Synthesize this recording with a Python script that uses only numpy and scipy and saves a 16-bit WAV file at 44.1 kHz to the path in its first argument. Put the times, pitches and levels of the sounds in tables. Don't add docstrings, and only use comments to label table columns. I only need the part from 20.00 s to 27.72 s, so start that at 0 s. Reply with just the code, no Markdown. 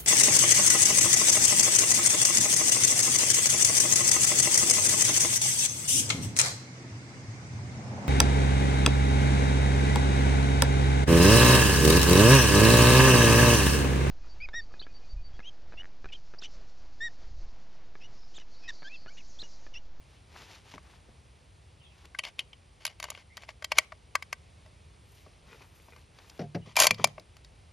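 import sys
import numpy as np
from scipy import signal
from scipy.fft import rfft, irfft
from scipy.io import wavfile

SR = 44100
rng = np.random.default_rng(int(sys.argv[2]) if len(sys.argv) > 2 else 0)


def inscribe(sig):
    pcm = np.round(np.clip(np.atleast_2d(sig).T, -1, 1) * 32767)
    wavfile.write(sys.argv[1], SR, pcm.astype(np.int16))


N = 340468
TIME_S = np.arange(N) / SR

# (frequency [Hz], level [dB], t60 [s])
ACTION_MODES = [(430, -9, 0.016), (623, 1, 0.052), (958, -3, 0.03), (1146, -2, 0.037), (1190, -5, 0.021),
                (1556, -1, 0.038), (1940, -5, 0.049), (2110, 7, .024), (2255, 1, 0.039),
                (2700, -6.5, 0.038), (2900, -1, 0.01), (3197, -3, 0.04), (4480, -1, 0.039),
                (4940, -0.5, .03), (5050, -2.5, 0.035), (6360, -5.5, .024), (6800, -0.5, 0.028),
                (6880, -5, 0.01), (7400, -6, 0.035), (8500, -4.5, 0.039), (10250, -4, .018),
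                (11700, -9.5, .018)]
# (frequency [Hz], level [dB], t60 [s])
CASE_MODES = [(2880, -2, 0.07), (3100, 0, 0.041), (6200, -11.5, .035), (10920, 2.5, 0.028)]
# (frequency [Hz], level [dB], t60 [s])
BARREL_MODES = [(878, -30.5, 0.14), (1230, -28.5, 0.1), (2363, 7, 0.05), (2350, -26.5, 0.153),
                (4400, -23, 0.092), (4980, -7.5, 0.036), (6401, -38, .22), (6670, 0.5, 0.026),
                (6880, -14.5, 0.057)]
# (frequency [Hz], density [dB])
CLATTER_SPECTRUM = [(100, -36.5), (280, -14.5), (420, -5.5), (620, 4.5), (790, 0.5), (1100, 6), (1450, -7),
                    (2250, 4), (3500, -2), (5500, -2), (7000, -5.5), (11500, -13.5), (14000, -19.5),
                    (16000, -26.5)]
BAND_CENTRES_HZ = [600, 1100, 2100, 3200, 5500, 11000]
# (frequency [Hz], level [dB])
CONTACT_COLOUR = [(600, -0.03), (1100, 3.5), (2100, 4.5), (3200, 4), (5500, 4.5), (11000, 0.13)]
# (time [s], level [dB], tilt [dB/oct], part pitch [Hz], resonance [dB])
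CARTRIDGE_TAPS = [(2.1472, -65, -1.5, 1710, 21), (2.1872, -51, 2.5, 3030, 13), (2.1905, -48, 0.5, 2430, 13),
                  (2.2358, -57.0, 0, 2850, 14.5), (2.2437, -62, -0.5, 2700, 8),
                  (2.2494, -56.5, 0, 3370, 14.5), (2.3912, -53, 3.5, 2900, 20.5),
                  (2.403, -65, 1.5, 3250, 10), (2.5305, -72, -2.5, 3140, 21.5),
                  (2.8508, -41.5, 2.5, 2700, 2.5), (2.8645, -52.0, 4.5, 3470, 8),
                  (2.8755, -55, 0.5, 3250, 8), (2.9992, -51, 0.5, 2250, 1.5), (3.0264, -50.5, 1, 2550, 4),
                  (3.0398, -47.5, 0.5, 1000, 4.5), (3.0515, -60, -4, 3250, 1),
                  (3.0843, -64.5, -4.5, 1550, 7), (3.1015, -50.5, 4.5, 550, 14.5),
                  (3.116, -66, -3.0, 1100, 10), (3.1478, -65.0, -2, 2850, 14.5),
                  (3.1743, -64.5, -3, 3250, 7)]
# (time [s], level [dB], tilt [dB/oct], part pitch [Hz], resonance [dB])
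MAGAZINE_SNAPS = [(0.7373, -63.5, -4.5, 2000, 6.5), (0.7785, -65.5, -4.5, 1430, 11),
                  (2.0526, -71.5, 4, 3050, 9.5), (3.3684, -58, 2, 4030, 6.5), (3.3745, -60, -1, 1550, 9),
                  (3.4194, -68, 0.5, 3050, 6), (3.4326, -65, -4, 2250, 9), (3.4883, -56.5, -3.5, 2250, 4),
                  (3.6223, -55.5, -2.5, 1850, 4.5), (3.6428, -46.5, 2.0, 3270, 6.5),
                  (3.7173, -38, -1.5, 2700, 5.5), (3.783, -29, 2.5, 2110, 9), (3.9201, -59, -5, 1660, 7.5),
                  (4.152, -38, 0.0, 1454, 11), (4.223, -55, 1.0, 2140, 12), (4.3265, -45.5, 0.5, 1850, 8.5),
                  (4.66, -71, -2, 549, 10.5), (5.2628, -75.5, -7.5, 800, 8), (5.8832, -75, -6.5, 850, 9),
                  (5.9613, -69, -0.5, 1300, 9.5), (6.1856, -66.5, -3, 4650, 6), (6.2963, -66, 2, 4950, 7),
                  (7.179, -64.5, -10, 2600, 8), (7.1955, -68, 1.5, 4840, 7.5), (7.366, -67.5, 0.5, 3450, 2),
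                  (7.445, -72, 2, 4400, 11.5)]
# (time [s], level [dB], tilt [dB/oct], part pitch [Hz], resonance [dB])
BOLT_BLOWS = [(6.7555, -55, 1.5, 2700, 9), (6.7647, -38, 4.5, 3050, 3), (6.7695, -35.5, -2, 2360, 9),
              (6.7886, -39, 1.5, 700, 13), (6.7993, -31.5, 6, 2100, 0.5), (6.8031, -33, 1, 597, 14),
              (6.8207, -30.5, 2, 3050, 0.5), (6.8325, -37.5, 3.5, 3230, 8), (6.8408, -35.5, 2, 554, 13),
              (6.8526, -45.5, -6.5, 2250, 11), (6.8677, -28, 3.0, 550, 7), (6.9074, -34, 0.5, 2570, 9),
              (6.9431, -61, 0.5, 4530, 12.5), (6.9965, -62, -6, 1300, 11), (7.0417, -27.5, 1.0, 590, 11),
              (7.0711, -58, -3.5, 11000, 15.5)]
# (start [s], length [s], level [dB], swell [dB])
CARTRIDGE_SCRAPES = [(2.245, 0.04, -46.5, 0), (2.39, 0.021, -46.5, -9), (2.81, 0.032, -55.5, -5.5),
                     (2.895, 0.024, -57.5, 1.5), (3.025, 0.19, -58, 1), (3.38, 0.062, -64.5, 9),
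                     (3.488, 0.018, -51.5, 0.5), (3.714, .004, -50.5, 1), (3.748, 0.034, -57, 20.5),
                     (3.795, 0.056, -51.5, -9)]
# (start [s], length [s], level [dB], swell [dB])
BOLT_SLIDES = [(6.662, 0.059, -55.5, -2), (6.768, 0.033, -36, 12.5), (6.812, 0.045, -19, -8),
               (6.875, 0.075, -39.5, -20), (6.987, 0.11, -48, -12.5)]

# (time [s], level [dB], thud and slap against plank ring [dB])
BENCH_BUMPS = [(.74, -53, 7.5), (1.085, -57, 0.5), (5.262, -59.5, 6), (5.471, -62, -6), (5.883, -59, 3),
               (6.392, -40, 8), (6.402, -35.5, -5), (6.414, -41, 3), (6.436, -40.5, -8), (6.547, -37, 8.5),
               (6.555, -31, -6.5), (6.666, -49.5, -3.5), (6.868, -44, -6), (6.906, -34, -15),
               (6.991, -36.5, -3), (7.042, -40.5, 3), (7.179, -55, 6.5)]
# (frequency [Hz], level [dB], t60 [s])
PLANK_MODES = [(107, -1, 0.31), (146.8, -4, 0.45), (177.4, 2.5, 0.16), (219.5, -1, 0.17), (403.7, 6, 0.071),
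               (506.5, 1, 0.091), (699, -5, 0.1)]
# (frequency [Hz], density [dB])
THUD_SPECTRUM = [(80, -16), (250, 5.5), (750, 0.5), (1000, -23), (2000, -21.5), (8000, -53.5)]
# (frequency [Hz], density [dB])
SLAP_SPECTRUM = [(300, -20.5), (1000, 0.5), (2600, 0), (3600, -11.5), (5500, -3.5), (7000, -23.5),
                 (16000, -32)]
# (start [s], length [s], level [dB], swell [dB])
SLING_CREAKS = [(5.525, 0.15, -53, -17), (5.795, .005, -61.5, -3), (5.925, .05, -60, -3.5)]
# (frequency [Hz], level [dB], t60 [s])
LEATHER_MODES = [(468, -1.5, 0.024), (870, -6, 0.026), (1440, -2, 0.012), (2020, -1.5, 0.014),
                 (2430, 3, 0.016), (3680, -12.5, .01)]
# (start [s], length [s], hiss [dB], stock murmur [dB])
HAND_RUBS = [(0.1, 0.075, -70, -72), (0.378, 0.028, -54, -53), (0.442, 0.12, -57.5, -62),
             (0.688, 0.06, -59.5, -61.5), (0.86, 0.1, -67, -65), (1.08, 0.038, -86, -70.5),
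             (1.99, .06, -66.5, -65.5), (5.112, 0.27, -72.5, -84), (5.183, 0.019, -62.5, -81),
             (5.493, .13, -64.5, -63), (5.743, 0.28, -70, -72), (6.176, 0.24, -65, -66.5)]
# (frequency [Hz], density [dB])
CLOTH_SPECTRUM = [(700, -29), (1600, -4), (2600, 2.5), (5000, -2), (7000, -6.5), (9500, -15.5),
                  (13500, -20.5), (15000, -36)]
# (frequency [Hz], density [dB])
STOCK_SPECTRUM = [(100, -10), (350, 1), (600, -3), (900, 2.5), (1450, -2), (2000, -4), (5000, -29)]
# (start [s], length [s], level [dB], swell [dB])
SLEEVE_SWISHES = [(5.1, 0.11, -73.5, 4), (5.52, 0.46, -75, 2.5), (6.22, .14, -75, 3)]
# (frequency [Hz], density [dB])
SLEEVE_SPECTRUM = [(1500, -16), (6000, -1), (13500, 0), (15000, -23)]

# (time [s], length [s], start pitch [Hz], end pitch [Hz], level [dB])
BIRD_NOTES = [(0.127, 0.053, 3200, 2870, -76), (1.764, 0.091, 3220, 2510, -66),
              (1.822, 0.053, 3530, 3150, -61), (1.87, .07, 2950, 2300, -67),
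              (3.272, 0.071, 1884, 2340, -63.5), (6.6, 0.032, 2940, 2780, -62)]
# (frequency [Hz], density [dB])
AIR_SPECTRUM = [(20, -37), (32, -16), (50, 0), (75, 2.5), (130, -6), (250, -18), (450, -17), (1000, -22),
                (1600, -27), (2300, -24), (4800, -29.5), (7000, -34.5), (9000, -23), (10200, -49.5),
                (12000, -50.5), (15500, -62.5)]
# (frequency [Hz], correlation [0..1])
AIR_CORRELATION = [(60, 0.98), (130, 0.9), (300, .7), (700, 0.12), (1400, 0.26), (2500, 1), (15000, 0.95)]
# (frequency [Hz], left lead [rad])
PORT_PHASE = [(200, 0), (780, .35), (2100, .1), (5200, .05), (6100, -.25), (7240, -1.5), (8150, -3.14),
              (10200, -5.2), (12700, -7), (13900, -8.9), (16000, -9.5)]
# (frequency [Hz], left minus right [dB])
PORT_BALANCE = [(250, 0.5), (600, 1.5), (900, 4), (1300, 4.5), (1750, 3.5), (2200, 4), (3000, 1.15),
                (5000, 1)]


def cartridge():
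    taps = clicks(CARTRIDGE_TAPS, CASE_MODES, graze_db=-34, rise_s=0.0014, chatter_s=0.0034, t60_s=0.012)
    return taps + slide(CARTRIDGE_SCRAPES, CASE_MODES)


def magazine():
    return clicks(MAGAZINE_SNAPS, [], graze_db=-22, rise_s=0.0027, chatter_s=0.003, t60_s=0.016)


def bolt():
    blows = clicks(BOLT_BLOWS, BARREL_MODES, graze_db=-35, rise_s=0.0016, chatter_s=0.004, t60_s=0.014)
    return blows + slide(BOLT_SLIDES, BARREL_MODES)


def steel(t, free_modes, clatter_db, t60_s, chatter_s):
    fall_db = 60 * np.maximum(t - chatter_s, 0) / t60_s
    clatter = tinted(rng.standard_normal(len(t)), CLATTER_SPECTRUM) * amp(clatter_db - fall_db)
    return ring(ACTION_MODES + free_modes, t, spread_db=4.0) + clatter


def clicks(rows, free_modes, graze_db, rise_s, chatter_s, t60_s):
    size, lead_s, graze_s, span_s = 8192, 0.004, 0.0025, 0.01
    pivot_hz, part_width_oct = 2500, 0.42
    hz, centres_hz = bins(size), np.array(BAND_CENTRES_HZ)
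    bands = np.array([lookup(list(zip(centres_hz, row)), hz) for row in np.eye(len(centres_hz))])
    out = np.zeros(N)

    def contact(at_s):
        t = np.maximum(np.arange(size) / SR - at_s, 0)
        onset = np.minimum(t / rise_s, 1) ** 1.6
        return onset * steel(t, free_modes, clatter_db=10.5, t60_s=t60_s, chatter_s=chatter_s)

    for time_s, db, tilt_db_oct, part_hz, part_db in rows:
        offset_oct = np.log2((hz + 1) / part_hz)
        resonance = amp(part_db * np.exp(-0.5 * (offset_oct / part_width_oct) ** 2))
        spectrum = resonance * rfft(amp(graze_db) * contact(lead_s - graze_s) + contact(lead_s))
        spectrum *= hz ** 4 / (hz ** 4 + 370 ** 4)
        colour_db = lookup(CONTACT_COLOUR, centres_hz) + tilt_db_oct * np.log2(centres_hz / pivot_hz)
        colour_db += 10 * np.log10(bands @ resonance ** 2 / bands.sum(1))
        for _ in range(2):
            power = bands @ abs(spectrum) ** 2 * 2 / (size * span_s * SR)
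            spectrum *= amp((db + colour_db - 10 * np.log10(power)) @ bands)
        add(out, time_s - lead_s, irfft(spectrum, size))
    return out


def slide(rows, free_modes):
    t, scrape = np.arange(4096) / SR, np.zeros(N)
    for _ in range(4):
        catches = slips(per_s=600)
        blow = steel(t, free_modes, clatter_db=15, t60_s=0.014, chatter_s=0.0018)
        scrape += unit(signal.oaconvolve(catches, blow)[:N])
    force = strokes(rows, attack_s=0.017, release_s=0.03)
    hardness = np.interp(20 * np.log10(force + 1e-9), [-42, -28], [0, 1])
    soft = tinted(scrape, [(1200, -2.0), (3000, 0), (6000, -4.5), (12000, -13)])
    firm = tinted(scrape, [(2500, -2.5), (6000, 1), (12500, 6), (15000, -13.0)])
    return (hardness * firm + (1 - hardness) * soft) * force * amp(0.6 * wander(per_s=240))


def bench():
    thud_t60_s, slap_t60_s, rise_s = 0.12, 0.035, 0.0038
    t, out = np.arange(16384) / SR, np.zeros(N)
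    press = 1 - np.exp(-t / rise_s)
    for time_s, db, thud_db in BENCH_BUMPS:
        thud = tinted(rng.standard_normal(len(t)), THUD_SPECTRUM) * amp(thud_db - 60 * t / thud_t60_s)
        slap = tinted(rng.standard_normal(len(t)), SLAP_SPECTRUM)
        slap *= amp(thud_db - 1.5 - 60 * t / slap_t60_s)
        planks = 0.59 * ring(PLANK_MODES, t, spread_db=3.5)
        add(out, time_s, amp(db) * press * (planks + thud + slap))
    return out


def sling():
    t = np.arange(2048) / SR
    creak = sum(signal.oaconvolve(row, ring(LEATHER_MODES, t, spread_db=4.0))[:N]
                for row in slips(per_s=70, shape=(3, N)))
    return unit(creak) * strokes(SLING_CREAKS, attack_s=0.05, release_s=0.036)


def rubbing():
    cloth_rows = [(start_s, length_s, db, 0) for start_s, length_s, db, _ in HAND_RUBS]
    stock_rows = [(start_s, length_s, db, 0) for start_s, length_s, _, db in HAND_RUBS]
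    cloth = friction(cloth_rows, CLOTH_SPECTRUM, grain=0.64, uneven_db=1.6)
    stock = friction(stock_rows, STOCK_SPECTRUM, grain=0.56, uneven_db=2.7)
    sleeve = friction(SLEEVE_SWISHES, SLEEVE_SPECTRUM, grain=0.4, uneven_db=2.9)
    return cloth + stock + sleeve


def friction(rows, colour, grain, uneven_db):
    catches = unit(slips(per_s=220))
    hiss = tinted(rng.standard_normal(N) + grain * catches, colour)
    return hiss * strokes(rows, attack_s=0.12, release_s=0.1) * amp(uneven_db * wander(per_s=85))


def bird():
    flutter_db = 2.5
    out = np.zeros(N)
    for time_s, length_s, start_hz, end_hz, db in BIRD_NOTES:
        hz = np.linspace(start_hz, end_hz, int(length_s * SR))
        hz *= 1 + 0.029 * wander(per_s=337)[:len(hz)]
        whistle = np.sqrt(2) * np.sin(2 * np.pi * np.cumsum(hz) / SR)
        add(out, time_s, amp(db) * np.hanning(len(hz)) * whistle)
    return out * amp(flutter_db * wander(per_s=71))


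def air():
    level_db = -56.5
    left, independent = rfft(rng.standard_normal((2, N)))
    correlation = np.clip(lookup(AIR_CORRELATION, bins(N)), -1, 1)
    right = correlation * left + np.sqrt(1 - correlation ** 2) * independent
    pair = irfft(np.array([left, right]), N)
    return tinted(pair, AIR_SPECTRUM) * amp(level_db + 0.5 * wander(per_s=1.3))


def scatter(x, wet_db, t60_s):
    t = np.arange(16384) / SR
    colour = [(150, 4.0), (1000, -2.0), (4000, -7), (8000, -13.5), (15000, -13)]
    tail = tinted(rng.standard_normal((2, len(t))), colour)
    tail *= amp(-60 * t / t60_s) * (1 - np.exp(-t / 0.012))
    return amp(wet_db) * signal.oaconvolve(x[None], tail / np.linalg.norm(tail[0]), axes=1)[:, :N]


def ring(modes, t, spread_db):
    hz, db, t60_s = np.transpose(modes)[:, :, None]
    share_db = spread_db * rng.standard_normal(hz.shape)
    tones = np.sin(2 * np.pi * (hz * t + rng.random(hz.shape)))
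    return (amp(db + share_db - 60 * t / t60_s) * tones).sum(0)


def strokes(rows, attack_s, release_s):
    gain = np.zeros(N)
    for start_s, length_s, db, swell_db in rows:
        age_s = TIME_S - start_s
        progress = np.clip(age_s / length_s, 0, 1)
        edges = np.clip(np.minimum(1 + age_s / attack_s, 1 - (age_s - length_s) / release_s), 0, 1)
        gain = np.maximum(gain, edges ** 2 * amp(db + swell_db * progress))
    return gain


def slips(per_s, shape=N):
    return rng.standard_normal(shape) * (rng.random(shape) < per_s / SR)


def wander(per_s):
    knots = rng.standard_normal(4096)
    return unit(np.interp(TIME_S * per_s, np.arange(len(knots)), knots))


def tinted(x, points):
    size = x.shape[-1]
    return unit(irfft(rfft(x) * amp(lookup(points, bins(size))), size))


def lookup(points, hz):
    points_hz, values = np.transpose(points)
    return np.interp(np.log(hz + 1), np.log(points_hz + 1), values)


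def amp(db):
    return 10 ** (np.asarray(db) / 20)


def unit(x):
    return x / np.sqrt(np.mean(x ** 2) + 1e-20)


def bins(size):
    return np.fft.rfftfreq(size, 1 / SR)


def add(mix, time_s, sound):
    part = mix[max(round(time_s * SR), 0):][:len(sound)]
    part += sound[:len(part)]


def scene():
    near = cartridge() + magazine() + bolt() + bench() + rubbing() + sling()
    sides = np.array([[0.5], [-0.5]])
    direct = irfft(rfft(near) * amp(sides * lookup(PORT_BALANCE, bins(N))), N)
    far = scatter(bird(), wet_db=0.0, t60_s=0.13)
    return direct + scatter(near, wet_db=-33.0, t60_s=0.32) + far + air()


def record(dry):
    knee, ceiling, cutoff_hz = 0.65, 0.9, 16300
    sides = np.array([[0.5], [-0.5]])
    ported = irfft(rfft(dry) * np.exp(1j * sides * lookup(PORT_PHASE, bins(N))), N)
    linear, headroom = np.clip(ported, -knee, knee), ceiling - knee
    rounded = linear + headroom * np.tanh((ported - linear) / headroom)
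    lowpass = signal.firwin(255, cutoff_hz, window=("kaiser", 9), fs=SR)
    return signal.oaconvolve(rounded, lowpass[None], "same")


dry = scene()
out = record(dry)
inscribe(out)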